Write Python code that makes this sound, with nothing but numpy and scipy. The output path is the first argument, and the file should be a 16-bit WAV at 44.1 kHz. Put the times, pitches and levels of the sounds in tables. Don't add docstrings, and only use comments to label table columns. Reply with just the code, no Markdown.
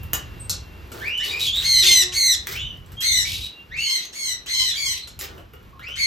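import sys
import numpy as np
from scipy import signal
from scipy.fft import rfft, irfft, next_fast_len
from scipy.io import wavfile
from scipy.ndimage import map_coordinates

SR = 44100
rng = np.random.default_rng(int(sys.argv[2]) if len(sys.argv) > 2 else 0)


def dump(signal):
    limited = np.clip(np.atleast_2d(signal).T, -1, 1)
    pcm = np.round(limited * 32767).astype(np.int16)
    wavfile.write(sys.argv[1], SR, pcm)


N = 267334
TIME = np.arange(N) / SR

# freq_hz, gain_db
RUMBLE_SPECTRUM = [(15, -65), (25, -24), (40, -3.5), (68, 1.5), (137, -8), (220, -19), (350, -30),
                   (570, -100)]
TOWN_SPECTRUM = [(88, -32.5), (150, -2), (273, -5), (343, -1.5), (636, -9.5), (1070, -9), (3030, -15),
                 (7790, -30.5), (9270, -35), (11700, -23), (14500, -32), (16000, -47)]
# time_s, gain_db
RUMBLE_SWELLS = [(0.0, -36.5), (1.38, -47), (1.55, -38.5), (2.43, -49), (2.67, -34), (2.88, -42.5),
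                 (3.41, -38.5), (3.59, -62.5), (3.81, -43), (3.91, -62.5), (4.59, -51), (4.62, -43),
                 (4.71, -50.5), (6.06, -46)]
# start_s, snap and body levels as crack_db, frame_db, thud_db, snap_db
DOOR_KNOCKS = [(0.033, -48, -40, -74, -33), (0.1325, -15.5, -15, -33.5, -9.5),
               (0.4957, -11.5, -25, -34.5, -23), (0.918, -31, -27.5, -34, -33.5),
               (1.176, -29, -36.5, -48, -36.5), (2.919, -41, -39, -63, -37),
               (4.462, -43.5, -37.5, -48, -41), (5.074, -28, -29.5, -46.5, -44),
               (5.191, -24.5, -30.5, -65, -27.5), (5.379, -52, -32, -38.5, -44),
               (5.535, -50, -32, -41, -42), (5.794, -53, -27.5, -45, -45), (5.885, -45, -27.5, -41.5, -44)]
# freq_hz, gain_db
SNAP_SPECTRUM = [(2000, -7.5), (8000, -21.5), (11500, -5), (14500, -1.5), (16000, -20)]
CRACK_SPECTRUM = [(2060, -23), (3500, -8.5), (8260, -3), (10100, -16), (10300, -8.5), (10900, -1.5),
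                  (13800, -21.5), (14500, -15), (16000, -42)]
THUD_SPECTRUM = [(40, -3.5), (80, -15.5), (450, 6.5), (900, -7), (2500, -58.5)]
# freq_hz, width_hz, gain_db
FRAME_MODES = [(1084, 7.4, 2), (1408, 32, 6), (2274, 39, -3.5), (2900, 60, 1.5), (4060, 18, -8)]
# start_s, length_s, pitch_hz, level_db
SQUEAKS = [(0.397, 0.044, 8240, -42.5), (3.004, 0.038, 11750, -29.5), (3.515, 0.095, 2776, -53),
           (4.023, 0.044, 6370, -38.5), (5.651, 0.03, 1080, -53), (5.728, 0.048, 1075, -51.5)]
# start_s, length_s, rub_db, grit_db
SCUFFS = [(0.924, 0.19, -40.5, -45), (1.244, 0.18, -41, -43), (1.541, 0.14, -53, -34),
          (2.459, 0.12, -42, -33.5), (5.198, 0.068, -41, -32.5), (5.275, 0.15, -46, -59.5)]
# freq_hz, gain_db
RUB_SPECTRUM = [(100, -30.5), (350, 8.5), (700, -1.5), (1400, 1.0), (4000, -28.5)]
GRIT_SPECTRUM = [(500, -26.0), (1500, -2), (4000, -2.0), (9000, -8), (15000, -4.5)]
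# freq_hz, gain_db
THROAT = [(700, -25.5), (1100, -13), (1500, -11.5), (2100, -4.5), (3100, 2), (4200, -2.5), (6300, -2),
          (8300, -8), (10500, -10.5), (12500, -16), (15000, -23.5)]
# start_s, end_s, top_hz, gain_db, hoarseness (0-1)
WHINES = [(0.997, 1.248, 2987, -23.5, 0.02), (2.487, 2.751, 3058, -34, 0.1),
          (3.691, 3.917, 3074, -29, 0.13), (5.789, 5.978, 3150, -37, 0.43)]
# start_s, end_s, first_hz, last_hz, gain_db
SQUEALS = [(1.19, 1.255, 1580, 2560, -34.5), (1.265, 1.31, 3700, 3990, -32), (1.3, 1.39, 2320, 2473, -31.5),
           (1.395, 1.445, 3860, 3930, -27.5), (1.445, 1.51, 3580, 3133, -24.5),
           (1.52, 1.61, 3430, 4007, -26.5), (2.55, 2.64, 2950, 3700, -38.5),
           (3.24, 3.31, 2200, 2357, -39.5), (3.32, 3.37, 3780, 3910, -37), (3.41, 3.47, 3820, 3937, -36),
           (4.7, 4.78, 3595, 3140, -35.5), (4.97, 5.05, 3870, 4096, -41.5)]
PEEPS = [(1.85, 1.91, 3560, 3570, -20), (2.965, 3.03, 3205, 3216, -34.5), (3.06, 3.18, 3684, 3620, -26.5)]
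# start_s, length_s, level_db
RASPS = [(1.229, 0.052, -29.5), (1.268, 0.066, -35.5), (1.383, 0.12, -27), (1.821, 0.13, -18.5),
         (3.248, 0.12, -29.5), (3.35, 0.13, -35.5), (3.949, 0.12, -40), (4.604, 0.13, -39),
         (4.918, 0.085, -36)]
# freq_hz, gain_db
RASP_SPECTRUM = [(900, -25.5), (1700, -25), (2400, 0), (3600, 5), (5000, -0.5), (6200, -4.5), (8000, -9),
                 (11000, -4), (15000, -18.5)]
# start_s, end_s, attack_s, gain_db, top_hz, late_hz,
# fundamental_db, upper_partials_db, half_pitch_partials_db, warble (share of pitch)
SCREECHES = [(1.619, 1.847, 0.073, -13, 2150, 2028, -11.5, -10, -16, 0.031),
             (1.834, 2.04, 0.036, -16, 2149, 1959, -3.5, -1.5, -15.5, 0.013),
             (2.121, 2.355, 0.068, -16.5, 2196, 1970, -8.5, -4, -42, 0.035),
             (3.005, 3.234, 0.036, -20, 2129, 1960, -5.5, -3.5, -24.5, 0.026),
             (3.764, 3.996, 0.082, -23.5, 2233, 2045, -6.5, -7, -15, 0.027),
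             (4.126, 4.342, 0.092, -27, 2213, 2015, -6, -2.5, -10.5, 0.024),
             (4.459, 4.718, 0.052, -21.5, 2111, 1998, -9, -8, -8.5, 0.033),
             (4.734, 4.944, 0.057, -25.5, 2298, 2025, -3, -3.5, -9, .022),
             (5.955, 6.178, 0.078, -19, 2245, 2004, -3.5, -9, -22.5, 0.03)]
# harmonic_number, level_db
HORN_HARMONICS = [(1, -39.5), (2, -53.5), (3, -51), (4, -61.5)]
# freq_hz, t60_s
WALL_DECAY = [(150, 0.28), (1000, 0.36), (4000, 0.32), (8000, 0.2), (15000, 0.13)]
# freq_hz, likeness (0-1)
AHEAD_LIKENESS = [(60, 0.92), (250, 0.81), (640, 0.22), (1400, 0.39), (3000, 0.78), (8000, 1), (10000, 1),
                  (13000, 1)]
RIGHT_LIKENESS = [(2000, 0.068), (6000, 0.39), (8000, 1), (10000, 1), (13000, 0.77)]
# freq_hz, lead_turns
AHEAD_LEAD = [(500, 0), (1400, .22), (2100, .14), (4200, .04), (6200, -.08), (8200, -.2), (10000, -.5),
              (12500, -.93), (15600, -1.3)]
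RIGHT_LEAD = [(300, 0), (2100, -1.1), (3100, -1.33), (4200, -1.72), (6200, -1.93), (8200, -2.2),
              (10000, -2.5), (12500, -2.9), (15600, -3.3)]

RIGHT_BIRD_FROM_S = 2.9


def amp(db):
    return 10 ** (np.asarray(db) / 20)


def unit(x):
    return x / np.sqrt(np.mean(x ** 2) + 1e-20)


def along(points, hz):
    freqs, values = np.transpose(points)
    return np.interp(np.log(hz + 1), np.log(freqs + 1), values)


def wobble(rate, size):
    knots = rng.standard_normal(int(size * rate / SR) + 4)
    return map_coordinates(knots, [np.arange(size) * rate / SR])


def filtered(x, response):
    size = x.shape[-1]
    padded = next_fast_len(size + 8192)
    return irfft(rfft(x, padded) * response(np.fft.rfftfreq(padded, 1 / SR)), padded)[..., :size]


def noise(spectrum, shape):
    return unit(filtered(rng.standard_normal(shape), lambda hz: amp(along(spectrum, hz))))


def gate(t, length, fade):
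    return np.clip(np.minimum(t, length - t) / fade, 0, 1)


def add(out, start, x):
    part = out[..., max(round(start * SR), 0):][..., :x.shape[-1]]
    part += x[..., :part.shape[-1]]


def aviary(x, wet_db):
    hz, t, bands = signal.stft(rng.standard_normal((2, SR // 2)), SR, nperseg=256)
    tail = signal.istft(bands * amp(-60 * t / along(WALL_DECAY, hz)[:, None]), SR, nperseg=256)[1]
    tail = np.pad(tail / np.linalg.norm(tail[0]), ((0, 0), (SR // 400, 0)))
    wet = amp(wet_db)
    tail[0] *= wet / np.hypot(1, wet)
    tail[0, 0] = 1 / np.hypot(1, wet)
    return signal.fftconvolve(x[None], tail, axes=1)


def town(wash_db=-46.5, fade_db_per_s=1.46):
    swell_db = np.interp(TIME, *np.transpose(RUMBLE_SWELLS))
    lumps_db = 2 * wobble(18, N)
    rumble = noise(RUMBLE_SPECTRUM, (2, N)) * amp(swell_db + 1.5 + lumps_db)
    wash = noise(TOWN_SPECTRUM, (2, N)) * amp(wash_db - fade_db_per_s * TIME + wobble(12, N))
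    return rumble + wash


def whistle(pitch_hz=2735):
    out = np.zeros((2, N))
    level_db = np.interp(TIME, [0, .4, .85, 1.1], [-48.5, -53.0, -56.0, -84.5]) + 2.62 * wobble(11, N)
    out[0] = amp(level_db) * np.sin(2 * np.pi * pitch_hz * TIME + 1.1 * wobble(38.0, N))
    return out


def door_frame(hz):
    return sum((-1) ** k * amp(db) * 1j * hz * width / (centre ** 2 - hz ** 2 + 1j * hz * width)
               for k, (centre, width, db) in enumerate(FRAME_MODES))


def door_knocks():
    out, t = np.zeros((2, N)), np.arange(SR // 5) / SR
    decay = lambda db, t60_s: amp(db - 60 * t / t60_s)
    for start, crack_db, frame_db, thud_db, snap_db in DOOR_KNOCKS:
        snap = noise(SNAP_SPECTRUM, len(t)) * decay(snap_db, t60_s=0.021)
        crack = noise(CRACK_SPECTRUM, len(t)) * decay(crack_db, t60_s=0.023)
        ring = unit(filtered(rng.standard_normal(len(t)), door_frame)) * decay(frame_db, t60_s=0.029)
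        thud = noise(THUD_SPECTRUM, len(t)) * decay(thud_db, t60_s=0.058)
        add(out, start, aviary(snap + ring, wet_db=-0.5))
        add(out, start, aviary(crack + thud, wet_db=6.5))
    return out


def wire_ticks(count=26):
    out, t = np.zeros(N), np.arange(SR // 40) / SR
    for when, size, colour in rng.random((count, 3)):
        peak_hz = 7000 + 6500 * colour
        tick = noise([(1000, -22), (peak_hz, 0), (16000, -8)], len(t)) * amp(-60 * t / .01)
        add(out, when * N / SR, amp(-54 + 14 * size) * tick)
    return aviary(out, wet_db=-0.5)[:, :N]


def partial(phase, rasp):
    size, rasp = len(phase), np.clip(rasp, 0, 1)
    skirt = wobble(1300, size) * np.sin(phase) + wobble(1300, size) * np.cos(phase)
    return np.sqrt(2 * (1 - rasp)) * np.sin(phase) + np.sqrt(rasp) * skirt


def squeaks():
    out = np.zeros((2, N))
    for start, length, hz, db in SQUEAKS:
        t = np.arange(0, length, 1 / SR)
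        tone = partial(2 * np.pi * hz * t + 0.3 * wobble(470, len(t)), rasp=0.071)
        envelope = amp(db + 4 * wobble(49, len(t))) * gate(t, length, 0.003)
        add(out, start, aviary(envelope * tone, wet_db=4.5))
    return out


def scuffs():
    out = np.zeros((2, N))
    for start, length, rub_db, grit_db in SCUFFS:
        t = np.arange(0, length, 1 / SR)
        rub = amp(rub_db) * noise(RUB_SPECTRUM, len(t))
        grit = amp(grit_db + 6.2 * wobble(500, len(t))) * noise(GRIT_SPECTRUM, len(t))
        envelope = gate(t, length, 0.016) * amp(-6 * t / length)
        add(out, start, aviary((rub + grit) * envelope, wet_db=-0.5))
    return out


def syrinx(pitch, warble, warble_hz, jitter):
    size = len(pitch)
    shake = 2 * np.pi * np.cumsum(warble_hz * (1 + 0.085 * wobble(40.8, size))) / SR
    bend = warble * (np.sin(shake) - np.sin(2 * shake) / 3) + jitter * wobble(700, size)
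    return 2 * np.pi * np.cumsum(pitch * (1 + bend)) / SR


def swell(t, length, attack_s, attack_db, release_s=0.05, release_db=13.5):
    rise = np.clip(1 - t / attack_s, 0, 1)
    fall = np.clip(1 - (length - t) / release_s, 0, 1)
    return -attack_db * rise ** 1.42 - release_db * fall ** 2


def soft_call(pitch, gain_db, partials_db, jitter, rasp):
    t = np.arange(len(pitch)) / SR
    waver = .012 * wobble(50, len(t))
    phase = syrinx(pitch * (1 + waver), warble=.013, warble_hz=85, jitter=jitter)
    voice = np.zeros(len(t))
    for k, db in enumerate(partials_db, 1):
        throat = amp(along(THROAT, k * pitch) - along(THROAT, pitch)) * (k * pitch < SR / 2)
        voice += amp(db) * throat * partial(k * phase, rasp * k)
    flutter_db = 3 * wobble(70, len(t))
    return voice * amp(gain_db + flutter_db) * gate(t, t[-1], .015)


def whines(from_hz=1350, rise_s=.163, sag_hz_per_s=1800, attack_s=0.072, fade_db_per_s=21):
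    out = np.zeros((2, N))
    for start, end, top_hz, db, hoarse in WHINES:
        t = np.arange(0, end - start, 1 / SR)
        arc = np.sin(np.pi / 2 * np.minimum(t / rise_s, 1))
        pitch = from_hz + (top_hz - from_hz) * arc - sag_hz_per_s * np.maximum(t - rise_s, 0)
        fade_db = fade_db_per_s * np.maximum(t - attack_s, 0)
        gain_db = db + swell(t, end - start, attack_s, attack_db=22.5) - fade_db
        partials_db = [0, -20 + 12 * hoarse, -31 + 12 * hoarse]
        call = soft_call(pitch, gain_db, partials_db, .011 + .03 * hoarse, rasp=.002 + .15 * hoarse)
        add(out, start, aviary(call, wet_db=1))
    return out


def notes(rows, partials_db, jitter, rasp, wet_db):
    out = np.zeros((2, N))
    for start, end, first_hz, last_hz, db in rows:
        pitch = np.linspace(first_hz, last_hz, round((end - start) * SR))
        add(out, start, aviary(soft_call(pitch, db, partials_db, jitter, rasp), wet_db))
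    return out


def squeals():
    return notes(SQUEALS, partials_db=[3.5, -8, -14, -13], jitter=.024, rasp=.03, wet_db=0.5)


def rasps():
    out = np.zeros((2, N))
    for start, length, db in RASPS:
        t = np.arange(0, length, 1 / SR)
        rattle = unit(noise(RASP_SPECTRUM, len(t)) * amp(3 * wobble(260, len(t))))
        add(out, start, aviary(amp(db) * rattle * gate(t, length, 0.014), wet_db=-3.5))
    return out


def screech_pitch(progress, top_hz, late_hz, gain_db):
    drop = np.interp(gain_db, [-26, -14], [.94, .83])
    path_hz = [.55 * top_hz, .92 * top_hz, top_hz, .55 * top_hz + .45 * late_hz, late_hz, drop * late_hz]
    return np.interp(progress, [0, .08, .18, .55, .87, 1], path_hz)


def screeches(rows, rasp, waver, wet_db, brighten_db=5.5):
    out = np.zeros((2, N))
    for start, end, attack_s, gain_db, top_hz, late_hz, body_db, bright_db, half_db, warble in rows:
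        length = end - start
        t = np.arange(0, length, 1 / SR)
        progress, size = t / length, len(t)
        effort_db = swell(t, length, attack_s, attack_db=19.5)
        strain_db = 0.42 * effort_db
        upper_db = bright_db + brighten_db * (progress - .5) - strain_db
        base_db = body_db - strain_db
        pitch = screech_pitch(progress, top_hz, late_hz, gain_db)
        phase = syrinx(pitch * (1 + waver * wobble(60, size)), warble, warble_hz=110, jitter=.006)
        rough = rasp + np.interp(progress, [0, .1, .25, .85, 1], [.55, .25, 0, 0, .12])
        doubling_db = half_db + np.interp(progress, [.2, .55], [-8, 0]) + 5 * wobble(35, size)
        voice = np.zeros(size)
        for k in np.arange(1, 15) / 2:
            balance_db = max(2 - k, 0) * base_db + np.clip(k - 2, 0, 1) * upper_db
            db = along(THROAT, k * pitch) + balance_db + (k % 1 > 0) * doubling_db
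            fray = np.interp(k, [4, 6.5], [0, .25])
            voice += amp(db + 1.9 * wobble(148.3, size)) * partial(k * phase, rough + fray)
        voice += np.sqrt(rough) * amp(-2.5 + upper_db / 2) * noise(THROAT, size)
        flutter_db = .9 * wobble(56, size)
        envelope = amp(gain_db + effort_db + flutter_db) * gate(t, length, 0.0027)
        add(out, start, aviary(voice * envelope, wet_db))
    return out


def near_parrot():
    rows = [row for row in SCREECHES if row[0] < RIGHT_BIRD_FROM_S]
    return screeches(rows, rasp=.002, waver=.007, wet_db=-6.5)


def far_horn(start_s=1.82, hold_s=0.28, pitch_hz=362):
    out, t = np.zeros((2, N)), np.arange(SR) / SR
    tone = np.zeros(SR)
    for k, db in HORN_HARMONICS:
        level = amp(db + 2.9 * wobble(21, SR))
        tone += level * np.sin(2 * np.pi * k * pitch_hz * t + .5 * wobble(34, SR))
    envelope = np.clip(t / .015, 0, 1) * amp(-80 * np.maximum(t - hold_s, 0))
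    add(out[0], start_s, tone * envelope)
    return out


def peeps():
    return notes(PEEPS, partials_db=[0, -19, -29], jitter=.008, rasp=.005, wet_db=-2)


def right_parrot():
    rows = [row for row in SCREECHES if row[0] >= RIGHT_BIRD_FROM_S]
    return screeches(rows, rasp=.005, waver=.013, wet_db=-2)


def mic_ports(sound, likeness, lead, left_db):
    shared, diffuse = sound
    left_right = np.array([[1], [-1]])
    angle = lambda hz: np.arccos(np.clip(along(likeness, hz), 0, 1)) / 2
    mid = filtered(shared, lambda hz: np.cos(angle(hz)))
    side = filtered(diffuse, lambda hz: np.sin(angle(hz)))
    pair = (mid + left_right * side) * amp(left_right * left_db / 2)
    return filtered(pair, lambda hz: np.exp(1j * np.pi * along(lead, hz) * left_right))


def scene():
    birds = near_parrot() + whines() + peeps() + squeals() + rasps()
    cage = door_knocks() + scuffs() + wire_ticks() + squeaks()
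    background = whistle() + far_horn() + town()
    ahead = mic_ports(birds + cage + background, AHEAD_LIKENESS, AHEAD_LEAD, left_db=0.0)
    return ahead + mic_ports(right_parrot(), RIGHT_LIKENESS, RIGHT_LEAD, left_db=0.5)


def record(dry):
    ceiling, top_hz = .92, 15900
    rounded = dry / (1 + (dry / ceiling) ** 8) ** (1 / 8)
    return filtered(rounded, lambda hz: hz < top_hz)


dry = scene()
out = record(dry)
dump(out)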